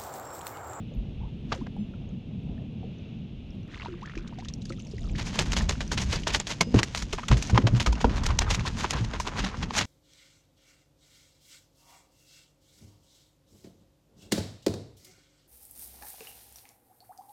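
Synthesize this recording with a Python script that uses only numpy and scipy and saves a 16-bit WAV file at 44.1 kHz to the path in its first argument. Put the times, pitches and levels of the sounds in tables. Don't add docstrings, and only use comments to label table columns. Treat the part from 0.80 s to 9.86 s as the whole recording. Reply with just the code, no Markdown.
import sys
import numpy as np
from scipy import signal
from scipy.fft import rfft, irfft
from scipy.io import wavfile
from scipy.ndimage import uniform_filter1d

SR = 44100
rng = np.random.default_rng(int(sys.argv[2]) if len(sys.argv) > 2 else 0)


def output_pcm(signal):
    pcm = np.clip(np.atleast_2d(signal).T, -1, 1) * 32767
    wavfile.write(sys.argv[1], SR, np.round(pcm).astype(np.int16))


def ratio(d):
    e = np.asarray(d, float) / 20
    return 10 ** e


N = 399369
T = np.arange(N) / SR
NET_LIFTS_S = 2.8
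OVER_WATER_S = 4.4


def unit(x):
    return x / np.sqrt(np.mean(x ** 2))


def colour(x, shape):
    hz, db = np.transpose(shape)
    log_hz = np.log(np.arange(1, 2050) * SR / 4096)
    cepstrum = irfft(np.interp(log_hz, np.log(hz), db) * np.log(10) / 20)
    cepstrum[1:2048] *= 2
    cepstrum[2049:] = 0
    response = irfft(np.exp(rfft(cepstrum)))
    return signal.fftconvolve(x, response)[:N]


def band(x, lo_hz, hi_hz, order=2):
    sos = signal.butter(order, [lo_hz, hi_hz], "bandpass", fs=SR, output="sos")
    return unit(signal.sosfilt(sos, x))


def walk(rate):
    k = int(SR / rate)
    steps = np.repeat(rng.standard_normal(N // k + 1), k)
    return unit(uniform_filter1d(uniform_filter1d(steps, k), k)[:N])


def grains(rate, spread_db, wash):
    size = ratio(spread_db * rng.exponential(size=N).clip(0, 4.5))
    return unit(size * (rng.random(N) < rate / SR)) + wash


def add(out, s, db, hz, swell, t60, glide, hold=0):
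    i = int(s * SR)
    t = np.arange(min(int((swell + hold + t60) * SR), N - i)) / SR
    rise = np.sin(np.pi / 2 * np.minimum(t / swell, 1))
    fall = ratio(-60 * np.maximum(t - swell - hold, 0) / t60)
    pitch = np.minimum(hz * 2 ** (glide * t), 2.2 * hz)
    out[i:i + len(t)] += ratio(db) * rise * fall * np.sin(2 * np.pi * np.cumsum(pitch) / SR)


def add_burst(out, s, db, lo_hz, hi_hz, order, t60, length):
    i, t = int(s * SR), np.arange(length) / SR
    noise = band(rng.standard_normal(length), lo_hz, hi_hz, order)
    out[i:i + length] += noise * ratio(db - 60 * t / t60) * np.minimum(t / 0.0008, 1)


# (t/s, rocking level/dB, slosh level/dB)
LAPPING = [(0.0, -43, -37.5), (0.4, -32, -40.5), (0.85, -45.5, -41), (1.69, -36.5, -35), (1.91, -41.5, -40),
           (2.49, -47, -42), (2.97, -41.5, -43.5), (3.53, -43, -40.5), (4.49, -34, -38.5),
           (4.84, -28.5, -36), (5.59, -35.5, -43.5), (5.9, -40.5, -37.5), (6.35, -35.5, -46.5),
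           (6.75, -33.5, -35), (7.64, -31, -39.5), (7.86, -31, -39.5), (8.44, -39, -43.5),
           (9.05, -40.5, -38.5)]
# (f/Hz, level/dB per Hz)
HISS_TONE = [(300, -26), (460, -29), (750, -43), (1020, -48.5), (1900, -50.5), (2760, -37.5), (3100, -41.5),
             (3500, -41.5), (4600, -55.5), (6700, -62), (8300, -81), (13500, -82.5)]


def hull():
    s, roll_db, slosh_db = np.transpose(LAPPING)
    roll_db, slosh_db = np.interp(T, s, roll_db), np.interp(T, s, slosh_db)
    surge = 1.3 * walk(9)
    flicker = surge + 2.8 * walk(30)
    roll = band(rng.standard_normal(N), 27.3, 76.8) * ratio(roll_db - 4 + surge + 3 * walk(8))
    slosh = band(rng.standard_normal(N), 85.8, 230.4, order=3) * ratio(slosh_db + surge + 1.5 * walk(15))
    gurgle = band(rng.standard_normal(N), 210, 716, order=3) * ratio(slosh_db - 22 + flicker)
    hiss_db = -52.5 + .8 * walk(6) - 2.5 * np.clip(T - NET_LIFTS_S, 0, 1)
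    hiss = unit(colour(rng.standard_normal(N), HISS_TONE)) * ratio(hiss_db)
    ticking = uniform_filter1d(grains(21, 3.5, 0.22), size=200) * ratio(-77 + 2 * walk(3.04))
    return roll + slosh + gurgle + hiss + ticking * band(rng.standard_normal(N), 3400, 11000)


# (t/s, peak level/dB, f/Hz)
HULL_LURCHES = [(0.163, -25, 46.5), (0.453, -35, 61), (0.672, -39, 59.2), (1.742, -33, 69.5),
                (3.352, -34, 38.5), (4.415, -37, 38), (4.668, -22, 46.8), (5.257, -40, 48),
                (5.51, -27, 51.1), (5.935, -23, 67.6), (6.724, -19, 67), (7.516, -26, 61.3),
                (7.676, -22, 48.4), (8.355, -33.5, 67.3), (8.593, -26.5, 47)]


def lurches():
    out = np.zeros(N)
    for s, db, hz in HULL_LURCHES:
        add(out, s, db + 0.5, hz, swell=1.37 / hz, t60=9 / hz, glide=-1.5)
    return out


# (t/s, peak level/dB, f/Hz)
SPRAY_TICKS = [(0.1381, -57, 6730), (1.2905, -56.5, 6550), (2.1854, -57, 6000), (2.7057, -52, 5420),
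               (2.831, -58, 5900), (3.925, -39, 8300), (4.022, -42, 7300), (4.316, -45, 7500)]


def spray_ticks():
    out = np.zeros(N)
    for s, db, hz in SPRAY_TICKS:
        add(out, s, db + 2.5, hz, swell=.0006, t60=.009, glide=0)
    return out


# (t/s, peak level/dB, f/Hz, t60/s)
FISH_SPLASH = [(.7205, -20, 1313, 0.013), (.7212, -28.5, 3000, .012), (.7235, -37, 4880, 0.0068),
               (.726, -22, 970, 0.01), (.739, -33.5, 730, 0.0099), (.739, -37, 3170, 0.0091)]


def splash():
    out = np.zeros(N)
    for s, db, hz, t60 in FISH_SPLASH:
        add(out, s, db, hz, swell=.0015, t60=t60, glide=-25)
    return out


# (t/s, peak level/dB, f/Hz, swell/s, t60/s)
AIR_GULPS = [(.757, -45, 520, 0.0097, 0.081), (.785, -40.5, 360, 0.0079, 0.073),
             (0.814, -35, 260, 0.0072, 0.062), (0.978, -28.5, 200, 0.036, 0.14),
             (3.119, -40.5, 333.6, 0.014, 0.18), (4.135, -35.5, 402, 0.0039, 0.041),
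             (4.21, -53, 675, 0.0098, 0.14)]


def gulps():
    out = np.zeros(N)
    for row in AIR_GULPS:
        add(out, *row, glide=1.5)
    return out


# (t/s, peak level/dB, f/Hz, glide/octaves per s)
AIR_BUBBLES = [(0.118, -48, 563, -12), (0.405, -47.5, 780, 22.5), (.433, -44, 814, 18.5),
               (.457, -55, 885, 9), (.478, -53, 873, 4), (.735, -52, 760, -14), (.812, -46, 900, 29),
               (0.965, -46, 798, 3.5), (1.138, -51, 1430, -14), (1.31, -58, 1280, 6),
               (1.779, -48.5, 1730, 13), (2.03, -46.5, 735, 2.5), (2.041, -42.5, 427, 9),
               (2.998, -38.5, 2140, 5), (3.059, -38.5, 910, 8.5), (3.084, -37, 380, -3),
               (3.525, -56, 950, 4), (3.934, -49, 1940, 6), (3.296, -49, 1380, -11), (3.369, -39, 320, 2.5),
               (3.905, -42, 520, 2.5), (3.585, -42.5, 698, 11), (3.9, -38, 326, 3),
               (3.904, -38, 1300, -0.5), (3.983, -52, 1270, 10), (4.182, -39, 1970, 2),
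               (4.247, -48, 1330, -10), (6.872, -29, 757, -16), (3.04, -49, 645, 7.5),
               (5.872, -43, 240, -0.5), (5.871, -41.5, 476, 0), (3.275, -39, 1760, -1.5),
               (4.81, -29, 1730, 2)]


def bubbles():
    out, chirp = np.zeros((2, N))
    for s, db, hz, glide in AIR_BUBBLES:
        cycles = 52 + .3 * abs(glide)
        add(out, s, db, hz, 0.9 / hz, cycles / hz, glide)
    chirp_s, chirp_length_s = 3.221, .046
    add(chirp, chirp_s, -43, 830, swell=.004, t60=.35, glide=28)
    return out + chirp * np.clip((chirp_s + chirp_length_s - T) / 0.0084, 0, 1)


# (t/s, peak level/dB, f/Hz)
BUBBLE_POPS = [(2.8903, -46, 2530), (2.915, -39, 1860), (2.9362, -38, 1660), (2.969, -40, 1120),
               (2.9986, -35, 2140), (3.0206, -25, 2670), (3.0591, -34, 940), (3.139, -40, 1130),
               (3.2196, -43, 890), (3.258, -30.5, 1850), (3.2969, -29.5, 1890), (3.3203, -43, 2160),
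               (3.3364, -35, 1370), (3.3533, -35, 1740), (3.3772, -27, 2380), (.868, -38, 2900),
               (3.655, -41, 1250), (3.5254, -36.5, 925), (3.5718, -49, 2100), (3.5842, -47, 902),
               (3.6016, -41, 2350), (3.6236, -38, 940), (3.7, -47, 1090), (3.657, -38, 1800),
               (3.8561, -43, 1640), (3.9026, -42, 1380), (3.934, -47, 1960), (3.9854, -50, 1290),
               (4.0701, -42, 2370), (4.1824, -39, 1960), (4.061, -53, 890), (4.2417, -44, 1290),
               (4.274, -42, 1210), (4.2956, -45, 2390), (4.352, -30, 1780)]


def pops():
    out = np.zeros(N)
    for s, db, hz in BUBBLE_POPS:
        add(out, s, db - 4.0, hz, swell=0.68 / hz, t60=24 / hz, glide=6)
    return out


# (t/s, level/dB)
DRAINING = [(2.8, -78), (2.92, -51.5), (3.05, -43.5), (3.16, -58), (3.33, -50.5), (3.46, -58), (3.7, -58.5),
            (4.33, -52), (4.42, -40.5), (5.72, -38), (5.9, -42.5), (6.02, -36), (6.27, -43.5), (6.6, -32),
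            (6.9, -43.5), (7.45, -43), (8.05, -40), (8.29, -41.5), (9.06, -40)]


def drain():
    s, db = np.transpose(DRAINING)
    stream_hz, thin_hz, thins_s, thinning_s = 1770, 5080, 3.755, 0.072
    swarm = np.zeros(N)
    for when, octave, size, cycles in rng.random((800, 4)):
        at = NET_LIFTS_S + when * (OVER_WATER_S - NET_LIFTS_S)
        centre = stream_hz + (thin_hz - stream_hz) / (1 + np.exp((thins_s - at) / thinning_s))
        pitch = centre * 2 ** (2.14 * (octave - .35))
        add(swarm, at, 7 * size ** 3 - 21, pitch, 1.5 / pitch, (8 + 30 * cycles ** 3) / pitch, 6)
    fizz = band(grains(1500, 3, .8) * rng.standard_normal(N), 610, 7500, order=1)
    both = ratio(22.5) * swarm + ratio(-11.0 - 2.5 * (T < OVER_WATER_S)) * fizz
    return both * ratio(np.interp(T, s, db, left=-120) + 2.2 * walk(30))


# (t/s, peak level/dB, f/Hz)
WATER_DRIPS = [(2.9436, -37, 2030), (2.975, -39, 2130), (3.694, -31.5, 3960), (3.0598, -50, 2800),
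               (3.2275, -41, 2650), (3.2579, -40, 3150), (3.2963, -40, 2030), (3.354, -33, 2050),
               (3.3756, -33, 2500), (3.475, -33.5, 3530), (3.033, -55, 3400), (3.5867, -38, 3600),
               (3.6005, -30.5, 2360), (3.6334, -39, 4460), (3.648, -29, 2970), (3.6847, -27.5, 3600),
               (3.7374, -32.5, 5600), (3.819, -31.5, 3840), (3.854, -27, 4760), (3.8948, -26.5, 4280),
               (3.9224, -30.5, 2060), (3.994, -35, 5930), (4, -33, 2910), (4.049, -41, 6300),
               (4.0691, -35, 5500), (4.112, -32.5, 4660), (4.1818, -37, 2200), (4.207, -40, 6860),
               (4.296, -38, 2390), (4.3552, -32.5, 2100)]
# (t/s, peak level/dB, f/Hz)
FLUNG_DROPS = [(0.72, -24.5, 1570), (4.182, -38, 2900), (4.954, -31, 1400), (5.077, -26, 5830),
               (5.434, -27, 2900), (6.422, -36, 1270), (6.671, -27, 5930), (7.1004, -36, 1200),
               (7.1534, -29, 2670), (7.298, -35, 1060), (8.743, -24, 1020), (4.783, -28, 1000),
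               (3.384, -34.5, 2600), (8.4, -16, 960), (4.809, -23, 1810), (6.3844, -21.5, 935),
               (6.432, -29, 1250), (8.043, -24, 1010), (7.592, -16, 3710)]


def drops():
    out = np.zeros(N)
    for s, db, hz in WATER_DRIPS + FLUNG_DROPS:
        add(out, s, db - 7.0, hz, swell=.0007, t60=.012, glide=12)
        add_burst(out, s, db - 12.5, .7 * hz, 2.4 * hz, order=2, t60=0.045, length=1200)
    add(out, .15, -29.5, 12000, swell=.001, t60=.006, glide=0)
    return out


# (t/s, peak level/dB, panel f/Hz, swell/s)
DECK_BLOWS = [(5.81, -23, 174, 0.004), (5.943, -9.5, 269.6, 0.004), (5.943, -15, 414, 0.0015),
              (5.952, -11.5, 115.5, 0.0039), (5.955, -13.5, 206, 0.0098), (5.96, -29.5, 381, 0.011),
              (6.33, -31, 405, 0.01), (6.504, -11, 56, 0.011), (6.511, -11, 124, 0.0094),
              (6.73, -10.5, 115.5, 0.0072), (6.78, -16, 262, 0.012), (6.838, -12, 115.5, 0.0079),
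              (6.93, -13.5, 121.6, 0.011), (7.072, -14, 56.6, 0.012), (7.244, -8, 856, 0.00068),
              (7.244, -13.5, 265, 0.0023), (7.247, -17, 471, 0.0028), (7.251, -15.5, 55.7, 0.0036),
              (7.52, -25.5, 119.6, 0.0072), (7.643, -26.5, 108, 0.004), (7.707, -25, 97.5, 0.0072),
              (7.777, -21, 116, 0.0018), (8.13, -26, 61.5, 0.036), (8.199, -22, 115, 0.017),
              (8.138, -24.5, 151, 0.0072), (8.629, -30, 191.4, 0.027)]


def deck():
    out, shake = np.zeros((2, N))
    for s, db, hz, swell in DECK_BLOWS:
        off = rng.standard_normal(2)
        t60 = 0.14 * (100 / hz)
        big = hz < 140
        add(out, s, db - 2.6 * big, hz, swell, t60, -.6, hold=0.017 * big)
        add(out, s, db - 10.5, 1.59 * hz * (1 + 0.063 * off[0]), 0.59 * swell, t60, 0)
        add(out, s, db - 17.5, 2.67 * hz * (1 + 0.11 * off[1]), 0.42 * swell, 0.54 * t60, 0)
        i = int(s * SR)
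        late = T[:min(SR // 2, N - i)]
        fade = ratio(2 * db - 120 * late / (0.32 + 0.18 * t60))
        shake[i:i + len(late)] += fade * np.minimum(late / swell, 1)
    add(out, 5.812, -54, 2850, swell=.002, t60=.5, glide=0)
    add(out, 5.812, -50, 5020, swell=.002, t60=.5, glide=0)
    rumble = np.sqrt(shake) * band(rng.standard_normal(N), 56, 320) * ratio(-18.5)
    return out * ratio(1.5 * walk(90)) + rumble


# (t/s, peak level/dB, f/Hz)
LID_RAPS = [(6.337, -29.5, 1230), (6.386, -24, 960), (6.434, -23.5, 1260), (6.489, -28, 1370),
            (6.515, -15.5, 1060), (6.697, -24, 796), (6.756, -20, 1010), (6.777, -11.5, 1013),
            (6.87, -30, 885), (7.002, -25.5, 940), (7.071, -15, 1254), (7.127, -24, 960),
            (7.207, -26.5, 1005), (7.246, -16, 930), (7.43, -31, 890), (7.49, -27, 1050),
            (7.504, -16.5, 1123), (7.59, -23, 935), (7.678, -24.5, 1270), (7.709, -26, 800),
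            (5.812, -16, 1050), (5.81, -12, 2200), (7.852, -24.5, 1030), (8.045, -21, 973),
            (8.134, -21, 1020), (8.168, -26.5, 1064), (8.399, -31, 987), (8.47, -25, 1060),
            (8.564, -28, 988), (8.661, -27, 1100), (8.743, -39, 990), (8.907, -30, 1080), (8.975, -26, 982)]


def raps():
    out = np.zeros(N)
    for s, db, hz in LID_RAPS:
        add(out, s, db - 5, hz, swell=.0012, t60=.03, glide=0)
    return out


# (t/s, peak level/dB, f/Hz)
TAUT_SNAPS = [(4.4702, -21.5, 2380), (4.5905, -4, 2800), (4.7207, -13, 2890), (4.8935, -7, 6840),
              (5.006, -16.5, 1780), (5.142, -25, 1920), (5.3596, -14, 4800), (5.5052, -14.5, 2500),
              (5.5456, -10.5, 2250), (5.6, -6, 7300), (5.6697, -13, 3480), (5.8091, -5, 2230),
              (5.9895, -8, 2810), (6.0311, -3.5, 2000), (6.1747, -15, 4170), (6.327, -18, 3060),
              (6.38, -26.5, 1930), (6.483, -20, 3260), (6.6253, -13, 2240), (6.6977, -19.5, 2230),
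              (6.999, -9.5, 2880), (7.206, -22, 2490), (7.456, -17, 1890), (7.5903, -15, 3120),
              (7.616, -27, 2850), (7.707, -21.5, 2300), (7.7475, -19.5, 2900), (7.795, -18.5, 2200),
              (7.877, -13.5, 4300), (8.4747, -19, 1800), (8.567, -23, 2180), (8.8146, -26, 1920),
              (8.952, -15.5, 1830)]


def snaps():
    out = np.zeros(N)
    for s, db, hz in TAUT_SNAPS:
        add(out, s, db - 6.5, hz, swell=.0003, t60=.005, glide=-20)
        add_burst(out, s, db - 10.5, 900, 11000, order=1, t60=0.01, length=400)
    return out


def beads(shaking):
    out = np.zeros(N)
    for when, octave, size, slide in rng.random((700, 4)):
        at = OVER_WATER_S + when * (T[-1] - OVER_WATER_S)
        pitch = 1100 * 2 ** (2.6 * octave)
        add(out, at, 14 * size, pitch, 1.5 / pitch, 22 / pitch, 30 * (slide - .3))
    return ratio(-13) * out * shaking


# (t/s, level/dB,
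# fall/ms per 10 dB, dullness/dB)
MESH_WHIPS = [(0.72, -40, 20, 14.5), (.869, -49.5, 3.5, 23), (4.573, -38, 20, -3), (4.59, -21.5, 28.5, 1.5),
              (4.661, -38.5, 33, 4), (4.701, -40, 20, 4.5), (4.721, -26.5, 17.5, -3), (4.733, -24, 13, 0),
              (4.767, -26, 26, -1.5), (4.82, -36, 12, -7), (4.894, -21, 13, 1.5), (4.921, -34.5, 16, -1),
              (5.008, -29, 12.5, 2), (5.118, -22.5, 20, -0.5), (5.176, -29.5, 32, 0.5),
              (5.328, -26, 8, 1.5), (5.472, -27, 30.5, 5), (5.6, -31.5, 15.5, 3), (5.672, -29, 15.5, -1)]
# (t/s, level/dB, fall/ms per 10 dB, dullness/dB)
CARPET_SLAPS = [(5.943, -35, 74, 3.5), (5.809, -18, 12.5, 2), (6.032, -22, 10, -3.5),
                (6.149, -30, 34, -1.5), (6.33, -28.5, 17.5, -1), (6.382, -40, 23, 4.5),
                (6.485, -27.5, 15, 1), (6.514, -28, 19, 7), (6.571, -29, 15.5, -4),
                (6.625, -25, 11.5, -6.5), (6.747, -37, 47, 7.5), (6.777, -25.5, 7.5, 14),
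                (6.87, -25, 11, 5), (7.002, -26.5, 22, -0.5), (7.063, -28, 24.5, 2.5),
                (7.126, -34, 11, -1.5), (7.244, -33.5, 13.5, 8), (7.296, -43.5, 44, 6),
                (7.435, -28.5, 9.5, 2), (7.488, -32.5, 11.5, 2), (7.59, -17, 3.5, -6),
                (7.796, -40.5, 31, 5), (9.011, -26.5, 14, 4.5), (8.044, -41.5, 16, 19), (8.119, -36, 8, -7),
                (8.134, -28, 6.5, 2.5), (8.336, -35.5, 25, 7.5), (8.4, -32.5, 27, -10.5),
                (8.663, -31, 22, 3), (8.908, -37.5, 5, 12)]
# (t/s of peak, level/dB, fall/ms per
# 10 dB, dullness/dB)
BODY_SWISHES = [(0.749, -52.5, 60, 7), (4.398, -31, 19.5, 2.5), (4.472, -38, 33, 1.5), (4.551, -38, 42, 4),
                (4.81, -43, 48, 8), (5.22, -26, 18, -0.5), (5.339, -29.5, 40.5, 0.5), (5.549, -20.5, 15, 1),
                (5.708, -28.5, 20, 1.5), (5.991, -22.5, 10, 3), (6.178, -37, 43, -3.5),
                (6.225, -32, 10, -2.5), (6.703, -34.5, 11, 6.5), (6.967, -35.5, 20.5, 2.5),
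                (7.214, -33.5, 14, 1), (7.367, -38.5, 29, -1.5), (7.465, -26.5, 9, -1),
                (7.506, -35.5, 12.5, 9.5), (7.62, -28.5, 16, 2.5), (7.711, -24, 13, -0.5),
                (7.75, -25, 13.5, -2), (8.007, -29.5, 40.5, 0.5), (8.108, -29.5, 11, 0),
                (8.167, -38.5, 56, 5), (8.248, -37, 8, 1.5), (8.473, -32.5, 19.5, 5.5),
                (8.593, -31, 27.5, 4), (8.645, -33.5, 23.5, 3.5), (8.829, -34.5, 15, 5.5),
                (8.979, -20.5, 30.5, -0.5), (7.871, -30.5, 23.5, 2.5)]


def mesh():
    slap, rasp, spray = np.zeros((3, N))
    flaps = [(2.5, *row) for row in MESH_WHIPS]
    flaps += [(1.44, *row) for row in CARPET_SLAPS]
    flaps += [(0.72 * row[2], *row) for row in BODY_SWISHES]
    for rise, s, db, fall, dull_db in flaps:
        slap_db, spray_db = min(-3.5 + 0.86 * dull_db, 13.5), 0.55 - dull_db
        near = slice(max(int((s - .15) * SR), 0), int((s + .2) * SR))
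        ms = 1000 * (T[near] - s)
        fade = np.where(ms < 0, -ms / max(rise, .15), (np.abs(ms) / max(fall, 1)) ** 1.23)
        crack = 1 + 3.4 / (1 + max(rise, 0)) * (ms > 0) * np.exp(-np.abs(ms) / 0.83)
        power = crack * ratio(2 * db - 20 * fade)
        share = 1 / (1 + ratio(2 * spray_db))
        slap[near] += power * share * ratio(2 * slap_db)
        rasp[near] += power * share
        spray[near] += power / np.sqrt(crack) * (1 - share)
    slap += ratio(2 * -50 + 10.5 * walk(25)) * (T > 6.7)
    low, mid, top = grains(3800, 3.24, 0.49) * rng.standard_normal((3, N))
    on_deck = T > 5.9
    body = band(low, 255, 1750) + ratio(-8.5) * on_deck * band(low, 715, 1410)
    patchy = ratio(2.15 * walk(70))
    slow_slap = uniform_filter1d(slap, size=600, origin=299).clip(0)
    sound = ratio(-2.5) * np.sqrt(slap) * body
    sound += ratio(-1.15) * patchy * np.sqrt(rasp) * band(mid, 1490, 4600)
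    sound += ratio(1.1 + 2.5 * walk(90)) * np.sqrt(spray) * band(top, 4100, 15000)
    sound += ratio(-7.5) * np.sqrt(slow_slap) * band(low, 43, 458)
    return sound * ratio(1.6 * walk(150)), np.sqrt(rasp + spray)


# (f/Hz, level/dB)
HOUSING_TONE = [(300, 2.5), (600, 2.5), (1000, 1.5), (1250, -1.95), (2800, -1), (4500, -2.5), (6600, -1),
                (8300, -13.5), (12700, -29.5), (16000, -37)]


def housing(x):
    return colour(x, HOUSING_TONE)


def highpass(x, order, hz):
    return signal.sosfiltfilt(signal.butter(order, hz, "highpass", fs=SR, output="sos"), x)


def scene():
    low = hull() + lurches() + deck()
    rippled = (bubbles() + drops()) * ratio(3.2 * walk(260))
    water = spray_ticks() + splash() + gulps() + pops() + drain() + rippled
    flaps, shaking = mesh()
    bright = water + raps() + snaps() + beads(shaking) + flaps
    bright = bright + ratio(-26.5) * np.roll(bright, int(0.0032 * SR))
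    mono = housing(bright) + low
    stray = housing(bright * np.sign(rng.standard_normal(N)))
    air = highpass(stray - .4 * mono, 8, 11500)
    side = ratio(-26.5) * highpass(stray, 12, 1050) + ratio(-3) * air
    return mono + np.array([side, -side])


def low_pass(x):
    return signal.sosfilt(signal.butter(12, 16100, fs=SR, output="sos"), x)


def record(dry):
    mix = np.tanh(1.28 * dry) / 1.107
    return low_pass(mix)


dry = scene()
out = record(dry)
output_pcm(out)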